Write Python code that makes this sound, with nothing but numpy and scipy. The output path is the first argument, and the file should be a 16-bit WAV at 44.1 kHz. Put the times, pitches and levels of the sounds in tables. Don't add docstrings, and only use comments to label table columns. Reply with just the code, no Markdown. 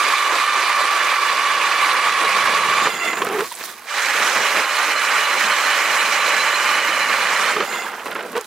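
import sys
import numpy as np
from scipy import signal
from scipy.io import wavfile

SR = 44100
rng = np.random.default_rng(int(sys.argv[2]) if len(sys.argv) > 2 else 0)


def convert_level_to_amplitude(level_db):
    exponent = np.asarray(level_db, float) / 20
    return 10 ** exponent


def wav_out(sig):
    wavfile.write(sys.argv[1], SR, np.round(np.clip(np.atleast_2d(sig).T, -1, 1) * 32767).astype(np.int16))


N = 373085


def rms_one(x):
    return x / np.sqrt(np.mean(x ** 2) + 1e-20)


def in_time(rows, fade_s=.012):
    s, *columns = np.transpose(rows)
    part = slice(max(int((s[0] - fade_s) * SR), 0), min(int((s[-1] + fade_s) * SR), N))
    t = np.arange(part.start, part.stop) / SR
    since_start = t - s[0] + (s[0] < fade_s)
    gate = np.clip(np.minimum(since_start, s[-1] - t) / fade_s / 2 + .5, 0, 1)
    return part, np.sqrt(gate), [np.interp(t, s, c) for c in columns]


def at_hz(points, hz):
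    table_hz, value = np.array(points).T
    return np.interp(np.log(hz), np.log(table_hz), value)


def coarse(rate_hz, size):
    r = np.exp(-32 * np.pi * rate_hz / SR)
    slow = signal.lfilter([1], [1, -2 * r, r * r], rng.standard_normal(size // 16 + 3001))[3000:]
    return rms_one(slow - slow.mean())


def drift(rate_hz, size):
    slow = coarse(rate_hz, size)
    return np.interp(np.arange(size) / 16, np.arange(len(slow)), slow)


def bumps(t, rows, width_s):
    s, *columns = np.transpose(rows)
    return np.array(columns) @ np.exp(-.5 * ((t - s[:, None]) / width_s) ** 2)


def resonance(x, hz, t60_s):
    r, w = convert_level_to_amplitude(-60 / (t60_s * SR)), 2 * np.pi * hz / SR
    return signal.lfilter([.5, 0, -.5], [1, -2 * r * np.cos(w), r * r], x + 1e-18)


# frequency in Hz, left minus right in dB.
LEAN_DB = [(60, 5), (150, 1.5), (380, -2), (950, -2.5), (2380, -6), (5980, -4.0), (15000, -9)]


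def leaned(x, hz):
    return x * convert_level_to_amplitude(at_hz(LEAN_DB, hz) / 2 * np.array([[1], [-1]]))


# blades touch in s, bite-in time in s, ice gives in s, through in s, grind in dB.
HOLES = [
    (-.2, 0.085, 2.86, 2.9, -18),
    (3.862, 0.057, 7.5, 7.643, -18),
]
# thud, rumble, hiss at the top in dB, then their change to the bottom in dB.
VOICING_DB = [
    (-46, -17, -9.5, 20.8, 3.1, -0.74),
    (-39, -16, -8.5, 10, 2.2, -1.3),
]
# thud, rumble, grind, hiss in dB.
GIVE_DB = [
    (3, 8.9, -9, -4),
    (12, 5.8, -9.5, -7.5),
]
# time in s, jolt in dB, extra thud in dB.
CATCHES = [(.07, 7, 9), (.32, 7.5, 5), (.58, 4, 3), (.83, 5.5, 3), (1.05, 2.5, 0), (1.34, 4, 1),
           (1.6, 2, 2), (1.95, 2, -1), (2.25, 5, -2), (2.49, 3, 4), (2.68, 3, 4), (4.21, 6.5, 10),
           (4.38, 9, 11), (4.58, 9, 6), (4.9, 3, 0), (5.139, 3.5, -1), (5.36, 4.5, 2), (5.47, 0, 12.5),
           (5.62, 1.5, -6), (5.869, 2.5, 3), (6.06, 0, 5), (6.31, 1.5, -1), (6.552, 0, -1),
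           (6.92, 4.5, 2.5), (7.1, 3, 4)]
# time in s, level change in dB.
SLACKS = [(.26, -1.5), (.9, -1.5), (1.17, -1.5), (1.42, -1.5), (1.87, -0.5), (2.36, 1), (3.93, -3.5),
          (4.0, -2), (4.07, -2), (4.42, -1.5), (4.67, -4), (4.95, -1.5), (5.3, -1.5), (6.85, -1)]
CATCH_S, CATCH_SHARE = 0.041, (0.46, 1.0, 0.14, 0.072)
SLACK_S, SLACK_SHARE = 0.032, (1.8, 0.92, 1, 1.3)
DEEPEN_POWER = 1.2
RIM_HISS_DB, RIM_S = 3.5, 0.27


def blades(hole):
    start, bite_s, give, end, grind_db = HOLES[hole]
    t = np.arange(max(start, 0), end, .005)
    depth = np.clip((t - start) / (give - start), 0, 1) ** DEEPEN_POWER
    top_db, change_db = np.insert(np.reshape(VOICING_DB[hole], (2, 3)), 2, 0, axis=1)
    jolt_db, thud_db = bumps(t, CATCHES, CATCH_S)
    slack_db = bumps(t, SLACKS, SLACK_S)[0]
    bite_db = -30 * np.exp(-(t - start) / bite_s * 2.8)
    db = grind_db + bite_db + top_db[:, None] + np.outer(change_db, depth)
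    db += np.outer(CATCH_SHARE, jolt_db) + np.outer(SLACK_SHARE, slack_db)
    db += np.outer(GIVE_DB[hole], np.clip((t - give) / (end - give), 0, 1))
    db[0] += thud_db
    db[3] += RIM_HISS_DB * np.exp(-(t - start) / RIM_S)
    return np.c_[t, db.T]


# frequency in Hz, left-right likeness from 0 to 1.
LIKENESS = [(60, 0.88), (150, 0.98), (380, 0.96), (950, 0.95), (2380, 0.99), (5980, 0.39), (15000, 0.17)]
GROUP_HZ = [240, 800, 3200]
FLICKER_PER_S = 24


def grains(rows, colour, ring_db, per_s, spread_db, bed, surge_db, patchy_db):
    part, gate, levels_db = in_time(rows)
    size = len(gate)
    cracks = convert_level_to_amplitude(spread_db * np.minimum(rng.exponential(1, size), 4)) * (rng.random(size) < per_s / SR)
    white = rng.standard_normal((2, 2, size)) * (bed + rms_one(cracks))
    surge = surge_db * (drift(7.2, size) + 0.6 * drift(33, size))
    groups = np.zeros((4, 2, size))
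    edges = 50 * 2 ** np.arange(0, 8.6, 1 / 3)
    for k, (low, high) in enumerate(zip(edges, edges[1:])):
        band = signal.butter(2, [low, high], "band", fs=SR, output="sos")
        mid, side = signal.sosfilt(band, white[k % 2])
        hz = np.sqrt(low * high)
        alike = np.clip(at_hz(LIKENESS, hz), 0, 1)
        pair = np.sqrt(1 + alike) * mid + np.sqrt(1 - alike) * side * [[1], [-1]]
        band_db = at_hz(colour, hz) + patchy_db * drift(FLICKER_PER_S, size)
        groups[np.searchsorted(GROUP_HZ, hz)] += leaned(pair * convert_level_to_amplitude(band_db), hz)
    shaft = rms_one(resonance(white[0, 0], hz=1108.5, t60_s=0.075))
    groups[2] += leaned(shaft, 910) * convert_level_to_amplitude(ring_db) * np.std(groups[2])
    mixed = sum(convert_level_to_amplitude(db) * g / np.std(g.mean(axis=0)) for db, g in zip(levels_db, groups))
    out = np.zeros((2, N))
    out[:, part] = gate * convert_level_to_amplitude(surge) * mixed
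    return out


def squeaks(rows, level_db, per_s, cycles, low_hz, high_hz):
    part, gate, levels_db = in_time(rows)
    out, size = np.zeros((2, N)), len(gate)
    born = (rng.random(size) < per_s / SR) * convert_level_to_amplitude(2.1 * rng.standard_normal(size))
    dealt = rng.integers(0, 20, size)
    for k, hz in enumerate(np.geomspace(low_hz, high_hz, 20)):
        ring = resonance(born * (dealt == k), hz, cycles / hz)
        ring = resonance(ring, hz, cycles / hz)
        out[:, part] += leaned(ring * hz, hz)
    out[:, part] *= convert_level_to_amplitude(levels_db[2] + level_db) * gate / np.std(out[:, part].mean(axis=0))
    return out


# frequency in Hz, density in dB per Hz.
CUT_COLOUR = [
    [(35, -86), (60, -46), (231, -32.5), (413, -16.5), (889, -13.5), (999, -5), (1120, -2.5), (1350, -9.5),
     (2310, -8.5), (3190, -20.5), (4030, -21), (5450, -26.5), (9510, -32), (15500, -47)],
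    [(35, -75), (60, -36), (413, -9.5), (585, -3), (756, -9), (1170, -4), (1960, -5), (2150, -4),
     (2980, -14.5), (3340, -10), (4120, -17), (4960, -14), (7030, -17.5), (15500, -33)],
]
RING_DB = (-9.0, -18.0)
SQUEAK_DB = (-20, -13)


def cutting(hole):
    levels = blades(hole)
    grind = grains(levels, CUT_COLOUR[hole], RING_DB[hole], per_s=2000, spread_db=2.5, bed=2.15,
                   surge_db=0.76, patchy_db=1.58)
    return grind + squeaks(levels, SQUEAK_DB[hole], per_s=260, cycles=42.0, low_hz=1000, high_hz=2582)


# peak in dB, swell up to the peak in dB, share of depth where it peaks.
WHINE = [
    (-23.0, 0, 0.34),
    (-29.5, 7.5, 0.76),
]
TURNS_PER_S, TURN_DB, TURN_PHASE = 4.0, (1.0, 1.5), (0.23, 0.32)


def load(hole):
    peak_db, swell_db, top = WHINE[hole]
    depth = np.linspace(0, 1, 200)
    start, end = SPEED[hole][0][0], SPEED[hole][-1][0]
    away = np.where(depth < top, (top - depth) / top, (depth - top) / (1 - top) * 0.97)
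    t = start + (end - start) * depth
    swing_db = TURN_DB[hole] * np.sin(2 * np.pi * (TURNS_PER_S * t + TURN_PHASE[hole]))
    return np.c_[t, peak_db - swell_db * away ** 2.5 + swing_db]


# time in s, teeth per s.
SPEED = [
    [(0, 588), (.4, 587), (.5, 594), (.82, 591), (.92, 580), (1.15, 585), (1.55, 578), (1.9, 581),
     (2.15, 573), (2.45, 573), (2.75, 584), (2.89, 598)],
    [(3.9, 593), (4.45, 586), (4.82, 600), (5.05, 586), (5.28, 582), (5.46, 597), (5.7, 592), (5.86, 584),
     (6.3, 584), (6.55, 589), (6.9, 594), (7.02, 581), (7.15, 591), (7.38, 579), (7.48, 606), (7.63, 615)],
]
SAG_PER_DB = 1.3


def speed(hole):
    s, teeth = np.transpose(SPEED[hole])
    t = np.arange(s[0], s[-1] + .004, .005)
    sag = SAG_PER_DB * bumps(t, CATCHES, CATCH_S)[0]
    return np.c_[np.minimum(t, s[-1]), np.interp(t, s, teeth) - sag]


# multiple of the tooth rate, first hole in dB, second hole in dB, free in dB.
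MESH = [(1, -21.5, -8, -13), (2, -0.5, 2.5, -3), (3, -9, -5, 2.5), (4, -9, -4, -4.5), (5, -12, -1.5, -7),
        (6, -13.5, -25, -13), (7, -17.5, -4, -12), (8, -19.5, -26, -22), (10, -21.5, -26, -10.5),
        (12, -25, -12.5, -20), (14, -30, -42, -36)]
WHEEL_TEETH = 40
THROBBING, THROB = 7, .8


def gears(teeth_rows, rows, column, wobble, blur_hz, rough, runout, pinion, patchy_db, spread):
    part, gate, (whine_db,) = in_time(rows)
    teeth, size = in_time(teeth_rows)[2][0], len(gate)
    turn = 2 * np.pi * np.cumsum(teeth * (1 + wobble * drift(22, size))) / SR
    coarse_turn = np.r_[turn, turn[-16:]][::16][:size // 16 + 1]
    wheel = np.exp(1j * np.outer(np.arange(1, 5), coarse_turn / WHEEL_TEETH))
    out = np.zeros((2, N))
    for row in MESH:
        k = row[0]
        depth = runout * np.array([k - 1, .5 * k, pinion / runout, 0.44 * k])
        up, down = depth * np.exp(2j * np.pi * rng.random((2, 4)))
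        blur = coarse(blur_hz, size) + 1j * coarse(blur_hz, size)
        smear = 1 + .5 * up @ wheel + down @ wheel.conj() + rough * (abs(k - 2) + .6) * blur
        smear *= convert_level_to_amplitude(patchy_db * min(abs(k - 2), 4) * coarse(15, size))
        smear *= 1 + THROB * (k == THROBBING) * wheel[0].real
        apart = np.exp(1j * spread * k * coarse(blur_hz, size) * np.array([[1], [-1]]))
        shape = apart * smear / np.sqrt(np.mean(np.abs(smear) ** 2))
        shape = np.repeat(shape, 16, axis=1)[:, :size]
        carrier = np.exp(1j * k * turn) * convert_level_to_amplitude(row[column] + whine_db) * gate
        line = np.sqrt(2) * np.real(shape * carrier)
        out[:, part] += leaned(line, k * teeth.mean())
    return out


WOBBLE, RUNOUT = (.003, .007), (.15, .12)
BLUR_HZ, ROUGH, LINE_PATCHY_DB = (35, 70), (.12, .27), (.45, .35)


def loaded_whine(hole):
    return gears(speed(hole), load(hole), 1 + hole, wobble=WOBBLE[hole], blur_hz=BLUR_HZ[hole],
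                 rough=ROUGH[hole], runout=RUNOUT[hole], pinion=.35, patchy_db=LINE_PATCHY_DB[hole], spread=.04)


# time in s, teeth per s.
FREE_SPEED = [
    [(2.89, 686), (3.1, 686), (3.22, 672)],
    [(7.65, 692), (7.82, 693), (7.91, 684)],
]
# time in s, level in dB.
FREE_DB = [
    [(2.89, -31), (2.99, -34), (3.02, -26), (3.11, -29.5), (3.15, -43), (3.22, -50)],
    [(7.65, -40), (7.71, -33.5), (7.81, -34), (7.86, -42), (7.91, -43)],
]


def free_whine(hole):
    return gears(FREE_SPEED[hole], FREE_DB[hole], 3, wobble=.004, blur_hz=90, rough=.35, runout=.12,
                 pinion=.4, patchy_db=1.3, spread=.04)


# time in s, level in dB.
CHURN_DB = [
    [(2.89, -29), (2.98, -27), (3.05, -23), (3.28, -28.5), (3.41, -28.5), (3.49, -42.5), (3.61, -35),
     (3.8, -42), (3.88, -40)],
    [(7.64, -29.5), (7.885, -27.5), (7.92, -32), (8.04, -33.5), (8.12, -29.5), (8.22, -32.5), (8.33, -38),
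     (8.378, -28), (8.46, -47)],
]
# time in s, level change in dB.
LULLS = [(3.21, 2), (3.24, -5), (7.965, -3), (8.047, -3), (8.097, -7), (8.143, -10), (8.305, -3), (8.34, 4)]
# from s, to s, thud in dB, slosh gain in dB.
PUMPING = [
    (3.2, 3.44, -42.5, 5.5),
    (8.04, 8.37, -45, 7.5),
]
# until s, level in dB, drain in dB per s, trickle in dB.
RUNOFF = [
    (3.67, -38, 60, -47),
    (7.89, -38, 200, -45.5),
]
# time in s, level over the run-off in dB.
SPLASHES = [(3.05, 5), (3.3, -6), (3.54, 1.5), (3.65, 5.5), (8.062, 6), (8.375, 9), (3.47, -0.5)]
LULL_S, SPLASH_S, PUMP_EDGE_S = 0.0058, 0.012, 0.013
THUD_BELOW_DB, SLOSH_BELOW_DB = -19.5, -8.5


def water(hole):
    s, churn_db = np.transpose(CHURN_DB[hole])
    t = np.arange(s[0], s[-1], .004)
    churn = np.interp(t, s, churn_db) + bumps(t, LULLS, LULL_S)[0]
    start, end, thud_db, slosh_db = PUMPING[hole]
    pumped = np.clip(np.minimum(t - start, end - t) / PUMP_EDGE_S + .5, 0, 1)
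    thud = (churn + THUD_BELOW_DB) * (1 - pumped) + thud_db * pumped
    slosh = churn + SLOSH_BELOW_DB + slosh_db * pumped
    until, spray_db, drain, trickle_db = RUNOFF[hole]
    draining = spray_db - drain * np.maximum(t - until, 0)
    spray = np.maximum(draining, trickle_db) + bumps(t, SPLASHES, SPLASH_S)[0]
    return np.c_[t, thud, slosh, churn, spray]


# frequency in Hz, density in dB per Hz.
SLUSH_COLOUR = [
    [(35, -79), (60, -59), (423, -15), (533, -29), (1100, -2.5), (1630, -11), (1870, -5.5), (3120, -17),
     (15500, -24.5)],
    [(35, -78.5), (60, -56), (210, -16), (486, -4.5), (705, -10.5), (1450, -11), (1550, -8), (1960, -19.5),
     (15500, -33)],
]
CRUNCH_DB = (-9, -5)


def slush(hole):
    levels = water(hole)
    wash = grains(levels, SLUSH_COLOUR[hole], RING_DB[hole] - 1.5, per_s=900, spread_db=3.5, bed=2.2,
                  surge_db=1.5, patchy_db=1.5)
    crunch = squeaks(levels, CRUNCH_DB[hole], per_s=160, cycles=13.5, low_hz=655, high_hz=2880)
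    return convert_level_to_amplitude(0.5) * wash + crunch


# time in s, peak in dB,
# centre in Hz, tick in dB.
SLAPS = [(2.870, -7, 1050, -23.5), (3.074, -13.5, 2020, -21), (3.13, -12, 1070, -24),
         (3.17, -12, 1130, -21), (3.218, -7.5, 1150, -14), (3.248, -18, 1120, -16), (3.267, -13, 1230, -26),
         (3.288, -20, 999, -10), (3.298, -15, 1120, -28), (3.321, -21, 1120, -21), (3.385, -14, 1090, -24),
         (3.406, -9.5, 1090, -22), (3.61, -21, 1740, -15), (7.565, -8.5, 1200, -23), (7.604, -8, 1240, -20),
         (7.724, -17, 2080, -18), (7.819, -18, 1590, -20), (7.853, -19, 834, -22), (7.996, -23, 1650, -22),
         (8.058, -17, 1100, -22), (8.108, -23, 1280, -18), (8.114, -17.5, 1410, -23),
         (8.153, -12.5, 1270, -18), (8.19, -18, 1530, -22), (8.207, -22, 1300, -17),
         (8.231, -25, 1380, -21), (8.353, -18, 1200, -17), (8.365, -14, 923, -18), (8.376, -17, 950, -6),
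         (3.444, -21, 1130, -25), (3.519, -32, 955, -25), (8.226, -33, 1500, -10)]
# time in s, peak in dB, centre
# in Hz, tick in dB.
BITES = [(2.767, -13, 1140, -25), (2.797, -17, 1200, -25), (2.821, -13, 1100, -23),
         (2.855, -7.5, 1230, -25), (2.861, -16, 1900, -25), (7.453, -15, 1580, -22),
         (7.473, -18, 1600, -22), (7.489, -18, 1190, -22), (7.503, -12, 1190, -22), (7.521, -19, 1790, -22),
         (7.534, -13, 1810, -22), (7.578, -16, 1300, -22), (7.624, -17, 1320, -22), (7.633, -20, 1300, -22),
         (8.064, -20, 1000, -22), (8.13, -23, 1400, -22), (8.159, -21, 1600, -22)]
# frequency in Hz, level in dB, ring in cycles.
SLAP_BODY = [
    (470, -5.5, 6.2),
    (2580, -19.5, 33),
]
SLAP_T60_S, SLAP_CUT_HZ = .05, 4500
TICK_DB, TICK_HZ, TICK_RING_S = 2.0, 5000, .0005


def slaps():
    out, size = np.zeros((2, N + SR)), SR // 10
    t = np.arange(size) / SR
    dull = signal.butter(2, SLAP_CUT_HZ, fs=SR, output="sos")
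    for s, db, hz, tick_db in SLAPS + BITES:
        crush = rng.standard_normal(size) * convert_level_to_amplitude(-60 * t / SLAP_T60_S) * np.minimum(t / 0.00065, 1)
        body = rms_one(resonance(crush, hz, 15.0 / hz))
        body += .5 * rms_one(resonance(crush, hz * 1.25, 2.9 / hz))
        for body_hz, body_db, cycles in SLAP_BODY:
            body += convert_level_to_amplitude(body_db) * rms_one(resonance(crush, body_hz, cycles / body_hz))
        body = signal.sosfilt(dull, body)
        tick = resonance(crush, TICK_HZ, TICK_RING_S) * convert_level_to_amplitude(-60 * t / 0.02)
        hit = body / np.abs(body).max() + convert_level_to_amplitude(tick_db + TICK_DB) * tick / np.abs(tick).max()
        at = round(s * SR)
        out[:, at:at + size] += leaned(convert_level_to_amplitude(db + 1.5) * hit, hz)
    return out[:, :N]


# time in s, length in s, start in Hz, end in Hz, level in dB.
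GULPS = [(3.205, 0.051, 468, 498, -20), (3.262, 0.043, 430, 380, -20), (3.302, 0.029, 400, 424, -21),
         (3.323, 0.061, 450, 404, -16), (3.377, 0.038, 369, 428, -11), (3.408, 0.029, 420, 456, -14),
         (3.513, 0.015, 1070, 860, -23), (3.606, 0.011, 434, 458, -31), (2.221, 0.048, 452, 446, -22),
         (7.553, 0.037, 428, 430, -17), (7.593, 0.027, 373, 415, -15), (8.225, 0.061, 475, 515, -27),
         (8.35, 0.018, 436, 470, -12), (8.363, 0.032, 474, 476, -13.5), (8.394, 0.028, 460, 430, -28)]


def gulps():
    out = np.zeros((2, N))
    for s, length_s, start_hz, end_hz, db in GULPS:
        size = round(length_s * SR)
        share = np.linspace(0, 1, size)
        turn = 2 * np.pi * np.cumsum(start_hz + (end_hz - start_hz) * share) / SR
        swell = np.sin(np.pi * share) ** 0.86 * convert_level_to_amplitude(db - 4.0 + 2.0 * drift(59, size))
        tone = swell * (np.sin(turn) + 0.28 * np.sin(2 * turn + 0.7))
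        at = round(s * SR)
        out[:, at:at + size] += leaned(tone, start_hz)
    return out


# time in s, peak in dB, ring in Hz, ring in cycles.
DROPS = [(3.176, -28, 14000, 6), (3.2474, -17, 10500, 5), (3.2878, -19, 6000, 3), (3.3238, -28, 11200, 25),
         (3.4051, -19, 7240, 5), (3.5233, -20, 9370, 20), (3.5517, -21, 7610, 25), (3.725, -36, 9000, 4),
         (7.9862, -37, 7180, 8), (8.0566, -26, 11000, 6), (8.072, -35, 12000, 5), (8.086, -35, 12500, 5),
         (8.1109, -26, 12600, 8), (8.1484, -27, 11000, 5), (8.2272, -27, 7530, 8), (8.3659, -25, 9790, 5),
         (8.376, -21, 5500, 4), (8.4108, -18, 7520, 6), (8.4112, -22, 13000, 8)]


def drops():
    out, size = np.zeros((2, N + SR)), SR // 40
    for s, db, hz, cycles in DROPS:
        burst = rng.standard_normal((2, size)) * convert_level_to_amplitude(-60 * np.arange(size) / SR / 0.014)
        ring = resonance(burst + burst[::-1] * .5, hz, cycles / hz)
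        at = round(s * SR)
        out[:, at:at + size] += leaned(convert_level_to_amplitude(db) * ring / np.abs(ring).max(), hz)
    return out[:, :N]


def droplets(per_s, level_db):
    out = np.zeros((2, N))
    for rows in (water(0), water(1)):
        part, gate, (*_, spray_db) = in_time(rows)
        size = len(gate)
        for hz in np.geomspace(1800, 11000, 14):
            born = (rng.random(size) < per_s / 14 / SR) * convert_level_to_amplitude(1.7 * rng.standard_normal(size))
            pan = convert_level_to_amplitude(4.6 * drift(40, size) * np.array([[1], [-1]]))
            ring = resonance(born * pan, hz, 5.8 / hz)
            out[:, part] += leaned(ring, hz) * convert_level_to_amplitude(spray_db + level_db) * gate
    return out


# time in s, level in dB.
VENT_DB = [
    [(2.62, -47.5), (2.864, -31), (2.88, -40), (3.19, -38), (3.3, -54)],
    [(7.62, -50), (7.708, -37), (7.854, -44), (7.91, -65)],
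]


def vent(hz, t60_s):
    out = np.zeros((2, N))
    for rows in VENT_DB:
        part, gate, (db,) = in_time(rows, fade_s=0.049)
        air = rng.standard_normal((2, len(gate)))
        lower = resonance(resonance(air, hz, t60_s), hz, t60_s)
        upper = resonance(resonance(air, hz * 1.17, t60_s), hz * 1.17, t60_s)
        out[:, part] += leaned(rms_one(lower + 0.36 * upper), hz) * convert_level_to_amplitude(db + 1.5) * gate
    return out


def breeze(level_db):
    shared, own = rng.standard_normal(N), rng.standard_normal((2, N))
    low = signal.sosfilt(signal.butter(2, 70, fs=SR, output="sos"), shared + .3 * own)
    return convert_level_to_amplitude(level_db + 4.6 * drift(6.8, N)) * rms_one(low)


def scene():
    out = np.zeros((2, N))
    for hole in range(2):
        out += cutting(hole) + loaded_whine(hole) + free_whine(hole) + slush(hole)
    out += slaps() + gulps() + drops() + droplets(per_s=300, level_db=12.5)
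    return out + vent(hz=7020, t60_s=0.0029) + breeze(level_db=-63.5)


def band_limit(x):
    return signal.sosfilt(signal.butter(12, 15850, fs=SR, output="sos"), x)


def record(dry):
    rounded = 0.87 * np.tanh(dry / 0.98)
    thin = signal.sosfilt(signal.butter(2, 125, "high", fs=SR, output="sos"), rounded)
    cut = signal.sosfilt(signal.cheby2(14, 60, 16500, fs=SR, output="sos"), thin)
    lag_samples = .45
    near, far = 1 - lag_samples, 1 + lag_samples
    cut[0] = signal.lfilter([near, far], [far, near], cut[0])
    return band_limit(cut)


dry = scene()
out = record(dry)
wav_out(out)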